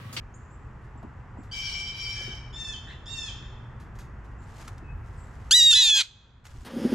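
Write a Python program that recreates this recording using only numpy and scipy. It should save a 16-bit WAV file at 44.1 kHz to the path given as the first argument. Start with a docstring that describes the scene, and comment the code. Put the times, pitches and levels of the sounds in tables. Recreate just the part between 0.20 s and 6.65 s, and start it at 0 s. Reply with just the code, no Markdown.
"""Blue jays jeer in a wooded backyard: first from the trees, then two overlapping calls at a feeder close by.
Wings rustle, claws tap and small birds lisp over a low rumble of distant traffic.
The jeers are sums of partials from a two-sided syrinx, the lisps are gliding sines, the taps ring metal modes;
wings, knocks, leaves and road are shaped noise.
The close calls drive the recorder's limiter, which ducks the background and lets it back slowly."""
import sys
import numpy as np
from scipy import signal
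from scipy.fft import rfft, irfft, next_fast_len
from scipy.io import wavfile
from scipy.ndimage import uniform_filter1d

SR = 44100
rng = np.random.default_rng(int(sys.argv[2]) if len(sys.argv) > 2 else 0)


def unload_audio(sound):
    """Save the sound as a 16-bit wav file, at the path given as the first command line argument."""
    columns = np.transpose(np.atleast_2d(sound))
    # keep every value between -1 and 1, then stretch to whole-number steps
    steps = np.round(np.clip(columns, -1, 1) * 32767)
    wavfile.write(sys.argv[1], SR, steps.astype(np.int16))


N = 284381
TIME = np.arange(N) / SR
EDGE_HZ = 15000  # top of the recorded band


def gain_of(db):
    """Decibels to amplitude."""
    return 10 ** (np.asarray(db) / 20)


def evened(x):
    """Scales to rms 1."""
    return x / np.sqrt(np.mean(abs(x) ** 2) + 1e-20)


def read(points, hz):
    """Reads a spectrum on a log-frequency axis."""
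    f, value = np.transpose(points)
    return np.interp(np.log(hz + 1), np.log(f + 1), value)


def add(mix, s, sound):
    """Mixes a sound in at time s."""
    part = mix[..., max(round(s * SR), 0):][..., :sound.shape[-1]]
    part += sound[..., :part.shape[-1]]


def wander(size, hz):
    """Smooth random drift of rms about 1, mostly slower than hz."""
    padded = next_fast_len(size + SR // 4, True)
    f = np.fft.rfftfreq(padded, 1 / SR)
    spectrum = rfft(rng.standard_normal(padded)) / (1 + (f / hz) ** 4)
    return evened(irfft(spectrum, padded))[:size]


def noise(colour):
    """Stereo noise of rms about 1 with the given spectrum, nearly mono in the deepest bass."""
    # left-right likeness of diffuse sound: (frequency [Hz], likeness [0-1])
    likeness = [(30, 0.98), (120, 1), (250, 0.81), (500, 0.88), (1000, 0.78), (2000, 0.68), (8000, .7)]
    size = next_fast_len(N, True)
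    hz = np.fft.rfftfreq(size, 1 / SR)
    a, b = rfft(rng.standard_normal((2, size)))
    same = np.clip(read(likeness, hz), 0, 1)
    mid, side = a * np.sqrt(1 + same), b * np.sqrt(1 - same)
    stereo = np.array([mid + side, mid - side]) * gain_of(read(colour, hz))
    return evened(irfft(stereo, size)[:, :N])


def band(x, lo_hz, hi_hz):
    """Gentle band-pass."""
    sos = signal.butter(2, [lo_hz, min(hi_hz, SR / 2 - 1)], "band", fs=SR, output="sos")
    return signal.sosfilt(sos, x)


def yard(x, wet_db, early_db, pan_db, lead_rad=0.62):
    """Direct sound, quick bounces off ground and wall, and a long scatter from the tree trunks."""
    # how long the trunks scatter: (frequency [Hz], t60 [s])
    scatter_t60 = [(200, 0.3), (1500, 1.3), (3500, 0.89), (7000, 0.71), (12000, 0.12)]
    t = np.arange(SR) / SR
    bounces = rng.standard_normal((3, SR)) * (rng.random((3, SR)) < 2500 / SR) * (t > .003)
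    bounces = bounces[:2] + bounces[2]  # a shared part: the two microphones sit close together
    hz, frame_s, z = signal.stft(bounces, SR, nperseg=256)
    decay = gain_of(-60 * frame_s / read(scatter_t60, hz)[:, None])
    tail = signal.istft(z * decay, SR, nperseg=256)[1][:, :SR]
    early = bounces * np.exp(-t / 0.022)
    echo = gain_of(wet_db) * tail / np.linalg.norm(tail[0])
    echo = echo + gain_of(early_db) * early / np.linalg.norm(early[0])
    turn = np.exp(.5j * lead_rad * np.array([[-1], [1]]))  # the right microphone leads a little in phase
    direct = (turn * signal.hilbert(x, next_fast_len(N))[:N]).real
    out = direct + signal.fftconvolve(x[None], echo, axes=1)[:, :N]
    pan = gain_of([[pan_db / 2], [-pan_db / 2]])
    return out * pan / np.sqrt(1 + gain_of(wet_db) ** 2 + gain_of(early_db) ** 2)


def background():
    """Distant traffic as rumble and tyre noise, a wavering engine hum and faint leaves."""
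    # spectrum of the road: (frequency [Hz], relative level [dB])
    traffic = [(12, -40), (20, -8.5), (44, 3), (123, -2.5), (168, -11.5), (234, -14), (276, -19),
               (393, -20), (594, -26), (917, -21), (1390, -23.5), (1970, -27.5), (2370, -39.5), (2580, -41),
               (2800, -42.5), (3640, -72.5), (6160, -120)]
    # spectrum of the leaves: (frequency [Hz], relative level [dB])
    leaves = [(1500, -6.5), (2500, 8.5), (4000, -6.5), (7500, -7.5), (9000, -20.5), (12000, -21),
              (15000, -41.5)]
    rumble_db, tyres_db, hum_db, leaves_db = -42.5, -53.5, -52, -70.5
    # the traffic draws a little nearer, then holds
    approach_s, rumble_growth_db, tyres_growth_db = 1.1, 3.5, 2.3
    away = np.exp(-TIME / approach_s)
    road = noise(traffic + [(4000, -86), (8000, -110)])
    low = signal.sosfiltfilt(signal.butter(2, 240, fs=SR, output="sos"), road)
    high = (road - low) / np.std(band(road, 300, 1400))  # the tyre level is that of this band
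    rumble = evened(low) * gain_of(rumble_db - rumble_growth_db * away)
    tyres = high * gain_of(tyres_db - tyres_growth_db * away)
    hum_hz = 119.7 + 3 * wander(N, 7.07)
    hum = np.sin(2 * np.pi * np.cumsum(hum_hz) / SR) * (1 + 0.76 * wander(N, 1.3))
    return rumble + tyres + gain_of(hum_db) * evened(hum) + gain_of(leaves_db) * noise(leaves)


def small_birds(waver=0.04):
    """Thin whistles that glide and settle; the higher the start, the less steady."""
    # thin calls: (time [s], length [s], start pitch [Hz], end pitch [Hz], level [dB])
    lisps = [(0.139, 0.013, 5620, 7460, -55.5), (0.146, 0.022, 8000, 8700, -71),
             (0.167, 0.098, 7270, 7450, -80), (0.295, 0.065, 7100, 7600, -69.5),
             (0.775, 0.0088, 9000, 7340, -65), (1.165, .09, 7300, 7600, -73.5),
             (4.174, 0.09, 7300, 7370, -72), (4.623, 0.11, 2660, 2544, -62.5),
             (4.953, 0.12, 8600, 7400, -68.5)]
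    glide_share = 0.31  # time constant of the glide, as a share of the whistle's length
    out = np.zeros(N)
    for s, length, start_hz, end_hz, db in lisps:
        size = int(length * SR)
        glide = end_hz + (start_hz - end_hz) * np.exp(-np.linspace(0, 1, size) / glide_share)
        hz = glide * (1 + waver * (start_hz / 8000) * wander(size, 300))
        whistle = np.sin(2 * np.pi * np.cumsum(hz) / SR) * signal.windows.tukey(size, .5)
        add(out, s, gain_of(db) * evened(whistle))
    return out


def flurry(start, length, db, growth_db):
    """Gain of one flurry: a quick attack, steady growth or fading, then a release."""
    attack_s, release_db_per_s = 0.0036, 130.5
    t = np.maximum(TIME - start, 0)
    growing_db = growth_db * np.maximum(1 - t / length, 0)
    level_db = db - growing_db - release_db_per_s * np.maximum(t - length, 0)
    return (1 - np.exp(-t / attack_s)) * gain_of(level_db)


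def wings(beat_hz=17, beat_db=1.5, crackle_db=2.5):
    """Feathers hiss in uneven beats, and wings and breeze push puffs of air at the microphones."""
    # wing flurries: (start [s], length [s], final level [dB], growth on the way [dB])
    flurries = [(0.61, .04, -73, 2), (4.04, 0.023, -69, -5), (4.2, .23, -51.5, 17.5), (4.84, 0.49, -63, 3),
                (6.24, .2, -48, -0.5)]
    # puffs of air from wings and breeze: (middle [s], half width [s], level [dB])
    gusts = [(4.45, .04, -52), (4.79, 0.095, -38), (5.56, 0.23, -34), (6.38, 0.085, -31)]
    # spectrum of the feather hiss: (frequency [Hz], relative level [dB])
    feathers = [(200, -5), (1000, 6.5), (2500, -1), (4500, -4.5), (7500, -4.5), (9000, -11.5), (12000, -16),
                (15000, -27.5)]
    # spectrum of the moving air: (frequency [Hz], relative level [dB])
    draught = [(20, 6.5), (50, 15.5), (100, 11.5), (200, -16.5), (400, -30.5), (800, -53)]
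    beats = np.sin(2 * np.pi * np.cumsum(beat_hz * (1 + 0.27 * wander(N, 9.1))) / SR)
    grain = evened(gain_of(beat_db * beats + crackle_db * wander(N, 350)))
    hiss = noise(feathers) * grain * sum(flurry(*row) for row in flurries)
    puffs = sum(gain_of(db) * np.exp(-((TIME - s) / width) ** 2) for s, width, db in gusts)
    return hiss + noise(draught) * puffs


def knocks(spread=1.3):
    """Dull knocks and wing thumps: well-damped noise around the pitch of the body struck."""
    # blows: (time [s], level at the strike [dB], pitch of the body [Hz])
    blows = [(0.752, -50, 714), (0.752, -49, 276), (0.827, -47, 800), (0.835, -44, 264), (1.171, -47, 740),
             (1.184, -40.5, 250), (2.007, -48, 472), (2.076, -43, 260), (2.135, -49, 684),
             (4.476, -47, 1110), (4.622, -45.5, 234), (6.266, -46, 1495), (6.35, -43, 260),
             (6.426, -43, 280)]
    t60 = .11  # s
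    out, t = np.zeros(N), np.arange(SR // 5) / SR
    for s, db, hz in blows:
        body = band(rng.standard_normal(len(t)), hz / max(spread, 1.1), hz * spread)
        body = body * gain_of(-60 * t / t60)
        add(out, s, gain_of(db) * body / np.std(body[t < .008]))
    return out


def taps():
    """Short scratchy ticks of claws, bills and seeds; the feeder's metal rings with them, some far more."""
    # ticks: (time [s], level [dB], t60 of the tick [s], level of the metal ring against the tick [dB])
    ticks = [(0.828, -61, .05, -35), (1.231, -63.5, 0.24, -35), (3.598, -58, 0.23, -16),
             (3.752, -61.5, 0.18, -9), (3.787, -52.5, 0.25, -5), (4.382, -51, .05, -30),
             (4.413, -46.5, 0.034, -30), (4.478, -38.5, 0.043, -37), (4.58, -48.5, 0.023, -36),
             (4.859, -65.5, .05, -30), (4.909, -63, .02, -22), (6.253, -35.5, 0.051, -17),
             (6.266, -36, 0.039, -25)]
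    # modes of the feeder fittings: (frequency [Hz], relative level [dB], t60 [s])
    metal = [(4680, -11, 0.48), (6570, -1.5, 0.25), (7600, -6, .2), (11800, -12, 0.18), (12200, -11, 0.18)]
    # spectrum of the scratch: (frequency [Hz], relative level [dB])
    scratch = [(300, -13), (1500, 7.5), (3000, 3.5), (7000, 1), (9000, -6), (12000, -6.5), (15000, -22)]
    out, grit, t = np.zeros(N), noise(scratch)[0], np.arange(SR // 3) / SR
    ring = sum(gain_of(db - 60 * t / t60) * np.sin(2 * np.pi * hz * t) for hz, db, t60 in metal)
    onset = 1 - np.exp(-t / 0.00081)
    for s, db, t60, ring_db in ticks:
        tick = np.roll(grit, -int(s * SR))[:len(t)] * gain_of(-60 * t / t60)
        add(out, s, gain_of(db) * (tick + gain_of(ring_db) * ring) * onset)
    return out


def breath(t, level_db, swell_db, fade_db, depth, rough, onset_rough, end_rough, low_entry_s):
    """Level, low-side depth and roughness through one jay call: it swells, holds, fades and gives out."""
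    # breath pressure builds slowly and gives out quickly
    swell_s, release_s, release_db = 0.029, .008, 13.5
    # the voice is rough until it catches, and again as it gives out
    onset_rough_s, end_rough_s = .012, .026
    left = t[-1] - t
    db = level_db - swell_db * np.exp(-t / swell_s) - fade_db * (t / t[-1]) ** 3
    db = db - release_db * np.exp(-left / release_s)
    rough = rough + onset_rough * np.exp(-t / onset_rough_s) + end_rough * np.exp(-left / end_rough_s)
    low_entry = 1 - np.exp(-(t / low_entry_s) ** 2)  # the low side joins after the high side
    return db, depth * low_entry, rough


def jeer(hz, effort, throat, jitter, flutter, rasp_hz, end_rough, onset_rough=.5, low_entry_s=.045,
         slipped=0, end_note=0, opening_s=0.051, fading_db=2.5, bill_hz=4700, bill_width_hz=450,
         bill_db=12, treble_rasp=0.27):
    """The high side of the syrinx sings; the low side, locked at half its pitch or slipping, adds sidebands."""
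    end_note_db, end_purity = 5.5, 0.95
    end_dull_db_per_khz = 3  # the end note loses its upper partials
    full_slip_hz, slip_rough, slip_depth = 156, 0.09, .3
    t = np.arange(len(hz)) / SR
    db, depth, rough = breath(t, *effort, onset_rough, end_rough, low_entry_s)
    db = db + end_note_db * end_note
    impure = 1 - end_purity * end_note
    depth = depth * impure + slip_depth * slipped
    rough = rough * impure + slip_rough * slipped
    slip_hz = full_slip_hz * slipped + np.zeros(len(t))
    low_hz = hz / 2 + slip_hz
    high = 2 * np.pi * np.cumsum(hz) / SR + jitter * rough * wander(len(t), rasp_hz)
    low = high / 2 + 2 * np.pi * np.cumsum(slip_hz) / SR
    shut = np.exp(-t / opening_s)  # the half-shut bill has a resonance that goes as it opens
    voice, power = np.zeros(len(t)), np.zeros(len(t))
    for side, strength in enumerate([1, depth, slipped * depth ** 2]):
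        for k in range(side == 0, 10):
            partial_hz = k * hz + side * low_hz
            bill = bill_db * shut * np.exp(-((partial_hz - bill_hz) / bill_width_hz) ** 2)
            fading = fading_db * wander(len(t), 11)  # the head turns and each partial fades on its own
            dull = end_dull_db_per_khz * end_note * np.maximum(partial_hz - 2 * hz, 0) / 1000
            size = strength * gain_of(read(throat, partial_hz) + bill + fading - dull)
            size = size * (partial_hz < EDGE_HZ)
            # the top partials are always raspy
            rasp = flutter * rough + treble_rasp * (partial_hz / 10000) ** 3
            tremor = 1 + rasp * wander(len(t), rasp_hz)
            spread = (2 * k + side) ** 2  # the throat spreads each pulse out
            voice += size * tremor * np.cos(k * high + side * low + spread)
            power += size ** 2 * (1 + rasp ** 2) / 2
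    edges = np.clip(np.minimum(t, t[-1] - t) / 0.0016, 0, 1)
    return gain_of(db) * edges * voice / np.sqrt(power)


def far_jays(name, throat, waver, **voice):
    """The calls of one voice in the trees: the pitch scoops up, wavers, sags, and may flip to an end note."""
    # calls: (voice, start [s], length [s], top pitch [Hz], sag of the pitch [0-1], end note [0-1], level [dB],
    #   swell at the start [dB], fade by the end [dB], depth of the low side [0-1], roughness [0-1])
    calls = [ ("distant", 1.313, .407, 1560, 0.0077, 0, -37.3, 3, 5, 0.84, 0.34),
             ("distant", 1.32, 0.173, 1635, 0.016, 0, -46, 1, 1, 0.35, 0.12),
             ("distant", 1.38, .22, 1485, 0.026, 0, -44, 6.5, 5.4, .22, 0.17),
             ("distant", 1.737, .44, 1564, .025, 0, -38.5, 4.1, 10.8, 0.78, 0.32),
             ("hoarse", 1.94, 0.22, 1714, 0.091, 0, -51, 6, 3, .11, 0.53),
             ("perched", 2.328, .232, 1815, .07, 1, -39, 12, 2, 0.78, 0.057),
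             ("hoarse", 2.675, 0.07, 1830, .005, 0, -47.5, 1, 4, 0.14, .6),
             ("perched", 2.857, .254, 1848, .11, 0.58, -38, 11.5, 1.8, 0.83, 0.073)]
    # voice: share of its pitch by which a call starts flat [0-1]
    scoop = {"perched": 0.085, "distant": .015, "hoarse": 0.051}
    scoop_s, waver_hz = 0.01725, 14.5
    # a jeer may close on a short, pure, lower note
    end_note_s, end_flip_s, end_drop = .024, 0.0041, 0.087
    out = np.zeros(N)
    for who, start, length, top_hz, sag, end_note, *effort in calls:
        if who == name:
            t = np.arange(0, length, 1 / SR)
            flipped = end_note * (1 + np.tanh((t - length + end_note_s) / end_flip_s)) / 2
            flat = scoop[name] * np.exp(-t / scoop_s) + sag * (t / length) ** 2 + end_drop * flipped
            hz = top_hz * (1 - flat + waver * wander(len(t), waver_hz))
            add(out, start, jeer(hz, effort, throat, end_note=flipped, **voice))
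    return out


def distant_jays():
    """Jeers from deep in the wood, with a strong low side and a slow, heavy flutter."""
    # throat and bill as heard from the wood: (frequency [Hz], relative level [dB])
    throat = [(800, -35), (1550, -18), (2330, -1), (3100, -0.5), (3900, -9.5), (4650, -11.5), (5200, -2),
              (5500, -0.5), (6200, -13.5), (7000, -21), (7800, -24), (9000, -32.5), (12500, -34.5),
              (14500, -68)]
    return far_jays("distant", throat, waver=.0065, onset_rough=.05, low_entry_s=.012, jitter=.5,
                    flutter=1.2, rasp_hz=200, end_rough=.2, opening_s=.14, fading_db=2.5,
                    bill_db=9, bill_width_hz=250)


def hoarse_jays():
    """Croaks with a weak low side, their pitch jittered by a rough voice."""
    # throat and bill of the hoarse voice: (frequency [Hz], relative level [dB])
    throat = [(900, -25), (1600, 17), (2000, -9), (2700, 17), (3700, -3), (5500, -22), (7500, -25),
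              (11000, -51)]
    return far_jays("hoarse", throat, waver=.006, end_rough=.1, jitter=1.6, flutter=1, rasp_hz=170)


def perched_jays():
    """Steady jeers from the trees that flip down to a purer end note."""
    # throat and bill as heard from the trees: (frequency [Hz], relative level [dB])
    throat = [(900, -33), (1750, -16), (2700, -9), (3100, 0), (3650, -1.5), (4150, -11.5), (4600, -16),
              (5450, -10.5), (6300, -14), (7200, -11), (8100, -30.5), (9000, -26), (10000, -41),
              (14000, -58)]
    return far_jays("perched", throat, waver=0.0019, jitter=0.85, flutter=0.81, rasp_hz=260,
                    end_rough=0.13, fading_db=1.0)


def feeder_jay(pitch, effort, cracks, throat, slips=False, **voice):
    """One close jeer along its pitch curve, cracking here and there; the low side may slip free late on."""
    slip_at_s, slip_rise_s = 5.752, .016
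    out, (s, hz) = np.zeros(N), np.transpose(pitch)
    t = np.arange(s[0], s[-1], 1 / SR)
    db, swell_db, fade_db, depth, rough = effort
    for at, width, more_rough, more_db in cracks:
        crack = np.exp(-((t - at) / width) ** 2)
        db, rough = db + more_db * crack, rough + more_rough * crack
    slipped = slips * (1 - np.exp(-np.maximum(t - slip_at_s, 0) / slip_rise_s))
    effort = (db, swell_db, fade_db, depth, rough)
    add(out, s[0], jeer(np.interp(t, s, hz), effort, throat, slipped=slipped, **voice))
    return out


def feeder_jays():
    """Two birds jeer at the feeder, the second breaking in on the first."""
    # effort, one row a jay: (level [dB], swell at the start [dB], fade by the end [dB],
    #   depth of the low side [0-1], roughness [0-1])
    efforts = [(-4, 12, 10.5, 0.49, 0), (-2, 7, 3, 0.48, .03)]
    # moments when a voice cracks, one list a jay: (time [s], half width [s], added roughness [0-1], added level [dB])
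    cracks = [
        [(5.513, .006, .22, 2.5), (5.703, .006, .2, 7)],
        [(5.576, 0.0037, .28, 0)],
    ]
    # pitch curves: (time [s], pitch of the high side of the syrinx [Hz])
    first_pitch = [(5.309, 1373), (5.319, 1560), (5.335, 1796), (5.347, 1934), (5.377, 1975), (5.419, 1859),
                   (5.431, 1916), (5.505, 1869), (5.519, 1787), (5.531, 1785), (5.547, 1724), (5.611, 1719),
                   (5.681, 1608), (5.695, 1547), (5.71, 1268)]
    second_pitch = [(5.528, 1358), (5.536, 1571), (5.542, 1736), (5.558, 1955), (5.598, 2005),
                    (5.624, 1895), (5.694, 1736), (5.748, 1667), (5.8, 1581), (5.806, 1524), (5.812, 1433),
                    (5.825, 1200)]
    # throats and bills: (frequency [Hz], relative level [dB])
    first_throat = [(900, -33), (1400, -18), (1650, -23), (2000, -18.5), (2500, -5.5), (3200, -8),
                    (3750, 5), (4050, -2.5), (4700, -12.5), (5600, -15.5), (6700, -9.5), (7500, -10),
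                    (8100, -22.5), (11500, -29.5), (14500, -50.5)]
    second_throat = [(900, -29), (1350, -14), (1600, -19), (1880, -27), (2000, -11.5), (2500, -8),
                     (2950, -11), (3400, 2), (3950, -0.5), (4300, -8), (4900, -12.5), (5500, -27),
                     (6000, -9), (6700, -10.5), (7500, -15), (8100, -25.5), (10500, -31.5), (14500, -49.5)]
    first = feeder_jay(first_pitch, efforts[0], cracks[0], first_throat, jitter=0.43, flutter=0.4,
                       rasp_hz=620, end_rough=.8, bill_db=11, treble_rasp=.17)
    second = feeder_jay(second_pitch, efforts[1], cracks[1], second_throat, slips=True, jitter=.65,
                        flutter=.9, rasp_hz=550, end_rough=.55, bill_db=8)
    return first + second


def scene():
    """Places each source in the yard; the jays in the trees echo far more than those at the feeder."""
    lisps = yard(small_birds(), wet_db=-3, early_db=-15.5, pan_db=3)
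    contact = yard(taps() + knocks(), wet_db=-18.5, early_db=-12.5, pan_db=1)
    wood = yard(distant_jays(), wet_db=-1.5, early_db=2.0, pan_db=2.5)
    hoarse = yard(hoarse_jays(), wet_db=-9.5, early_db=-1, pan_db=1.0)
    tree = yard(perched_jays(), wet_db=-5, early_db=-5.5, pan_db=-0.5)
    near = yard(feeder_jays(), wet_db=-34.5, early_db=-15.5, pan_db=-1.0)
    return background() + lisps + wings() + contact + wood + hoarse + tree + near


def record(dry, ceiling_db=-7.5, recovery_db_per_s=7):
    """A peak limiter that clamps within milliseconds and recovers slowly; then the band limit."""
    peak_db = 20 * np.log10(abs(dry).max(0) + 1e-9)
    fall = TIME * recovery_db_per_s
    held_db = np.maximum.accumulate(peak_db + fall) - fall  # each peak is held, then sinks steadily
    over_db = np.maximum(held_db - ceiling_db, 0)
    limited = dry / gain_of(uniform_filter1d(over_db, size=150))
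    low_pass = signal.firwin(511, EDGE_HZ, window=("kaiser", 9), fs=SR)
    return signal.oaconvolve(limited, low_pass[None], "same")


dry = scene()
out = record(dry)
unload_audio(out)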